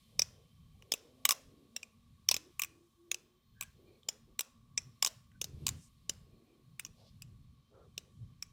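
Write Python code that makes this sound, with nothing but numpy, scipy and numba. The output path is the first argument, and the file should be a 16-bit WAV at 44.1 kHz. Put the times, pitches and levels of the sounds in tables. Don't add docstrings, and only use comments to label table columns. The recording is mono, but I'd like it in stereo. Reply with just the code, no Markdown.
import sys
import numpy as np
from scipy import signal
from scipy.fft import rfft, irfft
from scipy.io import wavfile
from scipy.ndimage import uniform_filter1d
from numba import njit

SR = 44100
rng = np.random.default_rng(int(sys.argv[2]) if len(sys.argv) > 2 else 0)


def inscribe(sig):
    pcm = np.round(np.clip(np.atleast_2d(sig).T, -1, 1) * 32767)
    wavfile.write(sys.argv[1], SR, pcm.astype(np.int16))


N = 375732
FFT_SIZE, BLOW_SIZE = 385024, 2048
OCTAVE = np.log2(np.arange(FFT_SIZE // 2 + 1) * SR / FFT_SIZE + 1e-3)

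# time in seconds, level in dB before the gusts.
WIND_LEVEL = [(0.0, -72), (0.19, -61.5), (1.14, -69.5), (1.44, -66.5), (1.47, -59.5), (1.73, -73),
              (2.23, -65), (2.63, -72), (3.39, -72.5), (3.51, -64.5), (4.58, -74), (4.7, -66.5),
              (5.29, -73.5), (5.53, -55), (5.55, -46.5), (5.86, -71), (6.0, -58), (6.53, -69.5), (7.1, -63),
              (8.0, -65.5), (8.35, -59.5), (8.52, -64.5)]
# frequency in Hz, relative density in dB.
WIND_COLOUR = [(15, -45.5), (25, -4), (92, 3), (156, 1), (263, -13), (348, -31), (400, -36), (520, -51.5),
               (880, -120)]
GUST_DB, GUSTS_PER_S = 4.5, 9
# time in seconds, level in dB before its flicker.
RUSTLE_LEVEL = [(0.0, -71.5), (0.16, -74), (0.66, -79.5), (1.04, -75.5), (2.23, -81), (2.54, -75.5),
                (2.85, -90), (3.56, -87.5), (3.82, -80), (4.79, -86), (4.96, -77.5), (5.38, -86),
                (5.65, -69.5), (5.86, -77.5), (6.83, -83.5), (6.98, -76), (7.47, -84.5), (8.52, -84.5)]
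# frequency in Hz, relative density in dB.
RUSTLE_COLOUR = [(1200, -19.5), (2300, 2), (4000, 4), (6000, -10), (9000, -6), (13000, -6), (16000, -21)]
# frequency in Hz, relative density in dB.
HISS_COLOUR = [(150, -34), (250, -5.5), (679, -14), (1110, -16), (1840, -17.5), (4200, -20), (12000, -23),
               (13400, -36), (14900, -17.5), (16500, -50.5)]
HISS_DB = -80
# centre in Hz, width in Hz, level in dB before slow swells.
HISS_BANDS = [(228, 28, -74.5), (1122, 85, -78.5), (2356, 140, -94.5), (3120, 48, -90.5), (3460, 74, -92.5),
              (3797, 160, -89.5), (4260, 50, -91), (14500, 650, -95.5)]
# middle in seconds, length in seconds, centre in Hz, level in dB at the middle.
SLEEVE_SWISHES = [(0.316, 0.51, 480, -71.5), (1.086, 0.69, 400, -66), (1.35, 0.18, 600, -65),
                  (1.563, 0.35, 320, -66.5), (1.8, 0.27, 500, -72.5), (2.431, 0.21, 320, -65.5),
                  (2.74, .3, 330, -70.5), (3.176, 0.28, 380, -70.5), (3.877, .3, 370, -66.5),
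                  (4.12, 0.18, 460, -68.5), (4.309, 0.098, 330, -66.5), (4.458, 0.085, 580, -70),
                  (4.868, 0.18, 340, -75.5), (5.088, 0.16, 620, -68), (5.568, 0.33, 320, -64),
                  (5.748, .1, 300, -69.5), (6.122, .12, 500, -72), (6.33, 0.34, 350, -69.5),
                  (6.55, 0.21, 345, -66.5), (6.874, 0.12, 320, -69.5), (7.019, 0.16, 600, -69.5),
                  (7.298, .15, 340, -78), (7.801, 0.2, 470, -61.5), (8.042, 0.18, 400, -69.5)]
SLEEVE_REST_DB = -90.5
# nominal frequency in Hz, relative level in dB, # base decay time to -60 dB in seconds.
KNIFE_MODES = [(380, 17.5, 0.008), (564.6, 16, 0.009), (840, 12.5, 0.0099), (1115, 7, 0.028),
               (1459.6, 4, 0.01), (2060, 10.5, 0.0023), (2476, 11.5, 0.0065), (2949, 10, 0.0064),
               (3060, 7, 0.002), (3664, 17, 0.0042), (5180, 14.5, 0.0045), (5630, 8, 0.0068),
               (5949, 6.5, 0.012), (6334, 7.5, 0.0081), (7185, 13.5, .006), (7735, 9, 0.014),
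               (8680, 14.5, 0.0024), (9674, 3.5, 0.012), (12870, 7.5, 0.0043), (14000, 4.5, 0.0028),
               (14370, 10, 0.0067), (14200, 7.5, .004)]
# time in seconds, strength in dB, then in dB relative to it the thud, 1 kHz ring,
# low, middle, upper and top modes; then strongest low pitch in Hz, left minus right in dB.
HANDLE_BLOWS = [(0.1935, -10.5, -29, -38, -21, -23, -11, -28, 2510, -2.5),
                (0.823, -53, -29, -9, -2, -15, -16.5, -21, 2930, -3),
                (0.9197, -16.5, -20.5, -41, -16.5, -11.5, -9.5, -23, 2950, -2.5),
                (0.9379, -15, -25, -33, -19.5, -20, -19, -25, 2760, 1),
                (1.2526, -6, -36.5, -25, -17.5, -15, -20, -20.5, 2290, -0.5),
                (1.2904, -10, -38.5, -21.5, -18, -19.5, -18.5, -18, 2814, 0),
                (1.7636, -22.5, -31, -44, -12.5, -21, -13.5, -25, 2740, -1),
                (1.8301, -33.5, -30, -42, -6.5, -29, -18, -30.5, 2416, 0),
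                (2.2878, -11.5, -30.5, -32.5, -12.5, -15.5, -13.5, -22, 3150, -5),
                (2.3132, -10, -25, -31, -17, -18, -11.5, -23.5, 2560, -3),
                (2.595, -20, -56.5, -22.5, -9.5, -22.5, -17, -15.5, 2467, 2),
                (3.1148, -15.5, -35, -35, -15, -20, -16, -24, 2642, 0),
                (3.6099, -20, -39, -26, -16.5, -22, -27, -21.5, 2433, -0.5),
                (4.032, -57, -30, -31.5, -16, -2.5, -31, -46.5, 2465, -6),
                (4.0873, -14, -27.5, -38.5, -23, -23, -17, -30.5, 2990, -2.0),
                (4.3923, -14.5, -34, -31.5, -15.5, -17.5, -21.5, -22.5, 3310, 0.0),
                (4.7768, -15.5, -36, -43, -17, -21.5, -10.5, -45, 2510, 0.5),
                (5.0256, -8.5, -37.5, -30.5, -20.5, -17, -19, -26.5, 2970, 0),
                (5.3168, -61.5, -30, -19, 9.5, -12, -34.5, -43, 2066, -0.5),
                (5.4149, -16.5, -28.5, -42.5, -20.5, -18.5, -18, -24.5, 2950, -2.5),
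                (5.667, -10, -42.5, -31.5, -20, -24.5, -20.5, -27, 3140, -0.5),
                (6.095, -15, -26, -42.5, -17, -22, -23, -32, 2945, -0.5),
                (6.7956, -20, -62, -37, -17, -24, -27.5, -24.5, 2576, 3),
                (6.8494, -32.5, -45, -25, -14.5, -26.5, -13.5, -23.5, 2520, -1),
                (7.2208, -34, -47.5, -44.5, -12.5, -28, -12.5, -21.5, 2610, -3),
                (7.9785, -24, -25, -64, -13, -15.5, -17.5, -26, 3124, -2),
                (8.4249, -28, -52, -31, -12.5, -26.5, -11, -23.5, 2400, 0)]
# time in seconds, strength in dB.
HANDLE_BOUNCES = [(0.2188, -16), (1.308, -9.5), (1.3174, -19.5), (1.3219, -17), (2.3423, -18), (2.365, -23),
                  (2.619, -19.5), (2.6349, -26), (2.6462, -32), (3.144, -24.5), (3.6246, -26.5),
                  (3.6329, -32.5), (4.4079, -18), (5.0477, -11), (5.0621, -16), (5.0707, -17),
                  (5.0752, -25), (5.4424, -23), (5.6815, -17), (5.6895, -16), (6.863, -41)]
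HIGH_DB, UNDER_DB = -18.5, -11
PING_DB, PING_LONGER = 1, 1.6
EVEN = 0.76
# start in seconds, length in seconds,
# centre in Hz, width in Hz, level in dB before swell and flicker.
RUBS = [(0.736, 0.1, 770, 80.4, -80), (3.547, 0.17, 1616, 110, -65), (3.85, 0.16, 2350, 200, -78.5),
        (3.852, 0.15, 4260, 401, -82.5), (5.315, 0.076, 1540, 70, -70.5), (5.729, 0.17, 7430, 4000, -68.5),
        (6.294, 0.17, 605, 78.3, -78.5), (6.43, 0.079, 712, 80, -79.5), (6.301, 0.3, 2405, 199, -84),
        (6.948, 0.2, 4200, 1980, -71.5), (7.721, 0.15, 1290, 247.6, -70)]
# start in seconds, end in seconds, level in dB before wavering.
ENGINE_STRETCHES = [(1.064, 1.335, -65), (1.35, 1.708, -68), (2.627, 2.902, -73.5), (2.961, 3.212, -68),
                    (3.255, 3.415, -75)]
ENGINE_HZ, CLIMB_HZ_PER_S, BEND_HZ_PER_S2 = 243, 62, -6
# start in seconds, length in seconds, centre in Hz, width in Hz,
# level in dB before swell and flicker.
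DRONE_SWELLS = [(4.66, 0.37, 121, 61, -62), (5.5, 0.34, 111, 70.6, -49), (6.62, 0.18, 128.2, 50, -60.5),
                (6.97, 0.51, 118.8, 48.3, -56.5), (8.04, 0.62, 115, 49.6, -55.5)]
# port (0 left, 1 right), centre in Hz, width in Hz, boost in dB.
PORT_RESONANCES = [(0, 7716, 3700, 3.5), (1, 5533, 1383, 6), (1, 14370, 2498, 2)]
TOP_HZ = 16500


def undb(db):
    return np.exp(np.asarray(db) * np.log(10) / 20)


def curve(table):
    return np.interp(np.arange(N) / SR, *np.transpose(table))


def wander(rate):
    count = int(N / SR * rate) + 2
    return np.interp(np.arange(N) * rate / SR, np.arange(count), rng.standard_normal(count))


def mix_ports(mid, side, alike):
    return np.sqrt(1 + alike) * mid + np.sqrt(1 - alike) * side * np.array([[1], [-1]])


def pair(alike):
    mid, side = rfft(rng.standard_normal((2, FFT_SIZE)))
    return mix_ports(mid, side, alike)


def coloured(colour, alike, flicker_db, rate):
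    hz, db = np.transpose(colour)
    spectrum = pair(alike) * undb(np.interp(OCTAVE, np.log2(hz), db, left=-99, right=-99))
    out = 0
    for centre in np.arange(np.floor(np.log2(hz[1])) - 1, np.log2(hz[-2]) + 1):
        band = np.clip(1 - np.abs(OCTAVE - centre), 0, 1)
        octave_noise = irfft(spectrum * band, FFT_SIZE)[:, :N]
        out = out + octave_noise * undb(flicker_db * wander(rate))
    return out / np.sqrt(np.mean(out ** 2))


def band_pass(x, hz, width):
    edges = [hz - width / 2, hz + width / 2]
    y = signal.sosfilt(signal.butter(2, edges, "band", fs=SR, output="sos"), x)
    return y / np.std(y)


def wind():
    level = undb(curve(WIND_LEVEL) + GUST_DB * wander(GUSTS_PER_S))
    return level * coloured(WIND_COLOUR, .92, 2.0, 35)


def rustle():
    return undb(curve(RUSTLE_LEVEL)) * coloured(RUSTLE_COLOUR, 0.05, 0.68, 7.9)


def hiss():
    return undb(HISS_DB) * coloured(HISS_COLOUR, 0.16, 2.4, 6)


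def whistles(swell_db=3.0):
    noise = rng.standard_normal((2, N))
    return sum(band_pass(noise, hz, width) * undb(db + swell_db * wander(1.1)) for hz, width, db in HISS_BANDS)


@njit
def moving_band_pass(x, hz, sharp):
    y, band, low, damping = np.empty(len(x)), 0., 0., 1 / sharp
    for i in range(len(x)):
        g = np.tan(np.pi * hz[i] / SR)
        v = (band + g * (x[i] - low)) / (1 + g * (g + damping))
        band, low, y[i] = 2 * v - band, low + 2 * g * v, damping * v
    return y


def swish(hz, sharp=1.9, alike=.75, flicker_db=2.5):
    noise = irfft(pair(alike), FFT_SIZE)[:, :N]
    out = np.array([moving_band_pass(moving_band_pass(x, hz, sharp), hz, sharp) for x in noise])
    return out / np.std(out) * np.sqrt(np.mean(hz) / hz) * undb(flicker_db * wander(14))


def sleeve():
    t = np.arange(N) / SR
    power = undb(2 * SLEEVE_REST_DB)
    for middle, length, _, db in SLEEVE_SWISHES:
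        arch = np.cos(np.pi * np.clip((t - middle) / length, -.5, .5)) ** 2
        power = power + undb(2 * db) * arch
    centre_hz = curve([(middle, hz) for middle, _, hz, _ in SLEEVE_SWISHES])
    return np.sqrt(power) * swish(centre_hz)


def clacks():
    rows = list(HANDLE_BLOWS)
    for s, db in HANDLE_BOUNCES:
        blow = [row for row in HANDLE_BLOWS if row[0] < s][-1]
        rows.append((s, db, *blow[2:]))
    out = []
    for s, db, thud, ring, low, middle, upper, top, low_hz, pan in rows:
        bands = np.log([550, 1130, 1600, low_hz, 3850, 5500, 7500, 13000])
        colour = [thud, ring, low + UNDER_DB, low, middle, upper, HIGH_DB, top]
        out.append((s, db, bands, colour, pan))
    return out


def ringing(peak_db, bands, colour, push_cycles=0.62, scatter_db=2.0, detune=0.029):
    t = np.arange(BLOW_SIZE) / SR
    mode_hz, db, mode_t60 = np.transpose(KNIFE_MODES)[:, :, None]
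    level_chance, sign_chance, pitch_chance = rng.standard_normal((3, len(db), 1))
    ping = np.arange(len(db))[:, None] == np.argmin(np.abs(np.log(mode_hz) - bands[3]))
    hz = np.where(ping, np.exp(bands[3]), mode_hz * (1 + detune * pitch_chance))
    t60 = mode_t60 * np.where(ping, PING_LONGER, 1)
    even_gain = undb(peak_db + db + np.interp(np.log(hz), bands, colour) + PING_DB * ping)
    mix = even_gain * undb(scatter_db * level_chance * ~ping)
    gain = mix * np.sqrt(np.sum(even_gain ** 2 * t60) / np.sum(mix ** 2 * t60))
    onset = (1 - np.exp(-t * hz / push_cycles)) ** 2
    decay = np.exp(-np.log(1000) * t / t60)
    return np.sum(np.sign(sign_chance) * gain * onset * decay * np.sin(2 * np.pi * hz * t), axis=0)


def contact_noise(chatter_s=.0011, apart=0.98, apart_hz=1500, lap_db=-16.5, lap_t60=0.032):
    t = np.arange(BLOW_SIZE) / SR
    treble = 1 - np.exp(-np.arange(BLOW_SIZE // 2 + 1) * SR / BLOW_SIZE / apart_hz)
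    touch = np.sqrt(t / chatter_s) * np.exp(-(t / chatter_s) ** 2)
    lap = undb(lap_db) * np.clip(t / chatter_s, 0, 1) * 1000. ** (-t / lap_t60)
    both, *own = rfft(rng.standard_normal((3, BLOW_SIZE)) * touch)
    lap_both, *lap_own = rfft(rng.standard_normal((3, BLOW_SIZE)) * lap)
    contact = both + (1 - treble) * lap_both + treble * (apart * np.array(own) + np.array(lap_own))
    return contact / np.sqrt(uniform_filter1d(np.abs(contact) ** 2, size=14))


def knife(crack_db=27):
    lead, lag = 128, 3
    out = np.zeros((3, N + BLOW_SIZE))
    log_hz = OCTAVE[::FFT_SIZE // BLOW_SIZE][:BLOW_SIZE // 2 + 1] * np.log(2)
    for s, peak_db, bands, colour, pan_db in clacks():
        ring = ringing(peak_db, bands, colour)
        crack = undb(peak_db + crack_db + np.interp(log_hz, bands, colour))
        sound = np.roll(irfft((rfft(ring) + crack) * contact_noise()), lead, axis=1)
        sound = sound * undb(np.array([[pan_db], [-pan_db]]) / 2)
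        at = int(s * SR) - lead
        out[0, at + lag:at + BLOW_SIZE] += sound[0, :-lag]
        out[1, at:at + BLOW_SIZE] += sound[1]
        out[2, at:at + BLOW_SIZE] += sound[1] * undb((EVEN - 1) * peak_db)
    return out[:, :N]


def snaps(level_db, thin_hz):
    out = np.zeros(N)
    s, peak_db = np.transpose([row[:2] for row in clacks()])
    out[(s * SR).astype(int)] = undb(EVEN * peak_db + level_db)
    return signal.lfilter(*signal.butter(2, thin_hz, "high", fs=SR), out)


def echoes(x, level_db, t60, start_s, dull_hz):
    t = np.arange(int(1.4 * t60 * SR)) / SR
    tail = rng.standard_normal((2, len(t))) * 1000. ** (-t / t60) * np.clip(t / start_s, 0, 1) ** 2
    tail = signal.lfilter(*signal.butter(1, dull_hz, fs=SR), tail)
    tail = tail * undb(level_db) / np.sqrt(np.sum(tail ** 2, axis=1, keepdims=True))
    return signal.oaconvolve(x, tail, axes=1)[:, :N]


def trees(sent):
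    source = undb(-17.5) * sent + snaps(0.0, 560.0)
    return echoes(source[None], -17.5, t60=.42, start_s=.01, dull_hz=3500.)


def bursts(table, alike):
    out = np.zeros((2, N))
    for s, length, hz, width, db in table:
        at = int(s * SR)
        n = min(int(length * SR), N - at)
        mid, side = rng.standard_normal((2, SR))[:, :n]
        noise = band_pass(mix_ports(mid, side, alike), hz, width)
        out[:, at:at + n] += undb(db) * noise * np.sqrt(np.hanning(n))
    return out * undb(3.8 * wander(25))


def scrapes():
    return bursts(RUBS, 0.2)


def engine(waver_db=2.0, fade_s=.05):
    t = np.arange(N) / SR
    gain = 0
    for start, end, db in ENGINE_STRETCHES:
        gain = gain + undb(db) * np.clip(np.minimum(t - start, end - t) / fade_s, 0, 1)
    mean_hz = ENGINE_HZ + CLIMB_HZ_PER_S * (t - 1) + BEND_HZ_PER_S2 * (t - 1) ** 2
    hz = mean_hz * (1 + .02 * wander(40))
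    tone = np.sin(2 * np.pi * np.cumsum(hz) / SR)
    return np.sqrt(2) * gain * undb(waver_db * wander(2.1)) * tone


def drones():
    return bursts(DRONE_SWELLS, .93)


def scene():
    background = wind() + rustle() + hiss() + whistles()
    cloth = sleeve()
    *clack, sent = knife()
    return background + cloth + np.array(clack) + trees(sent) + scrapes() + engine() + drones()


def record(dry):
    lifted = np.array(dry)
    for port, hz, width, db in PORT_RESONANCES:
        k = round(port)
        lifted[k] += (undb(db) - 1) * signal.lfilter(*signal.iirpeak(hz, hz / width, fs=SR), lifted[k])
    rounded = .85 * np.tanh(lifted / .85)
    return signal.sosfilt(signal.ellip(10, .2, 70, TOP_HZ, fs=SR, output="sos"), rounded)


dry = scene()
out = record(dry)
inscribe(out)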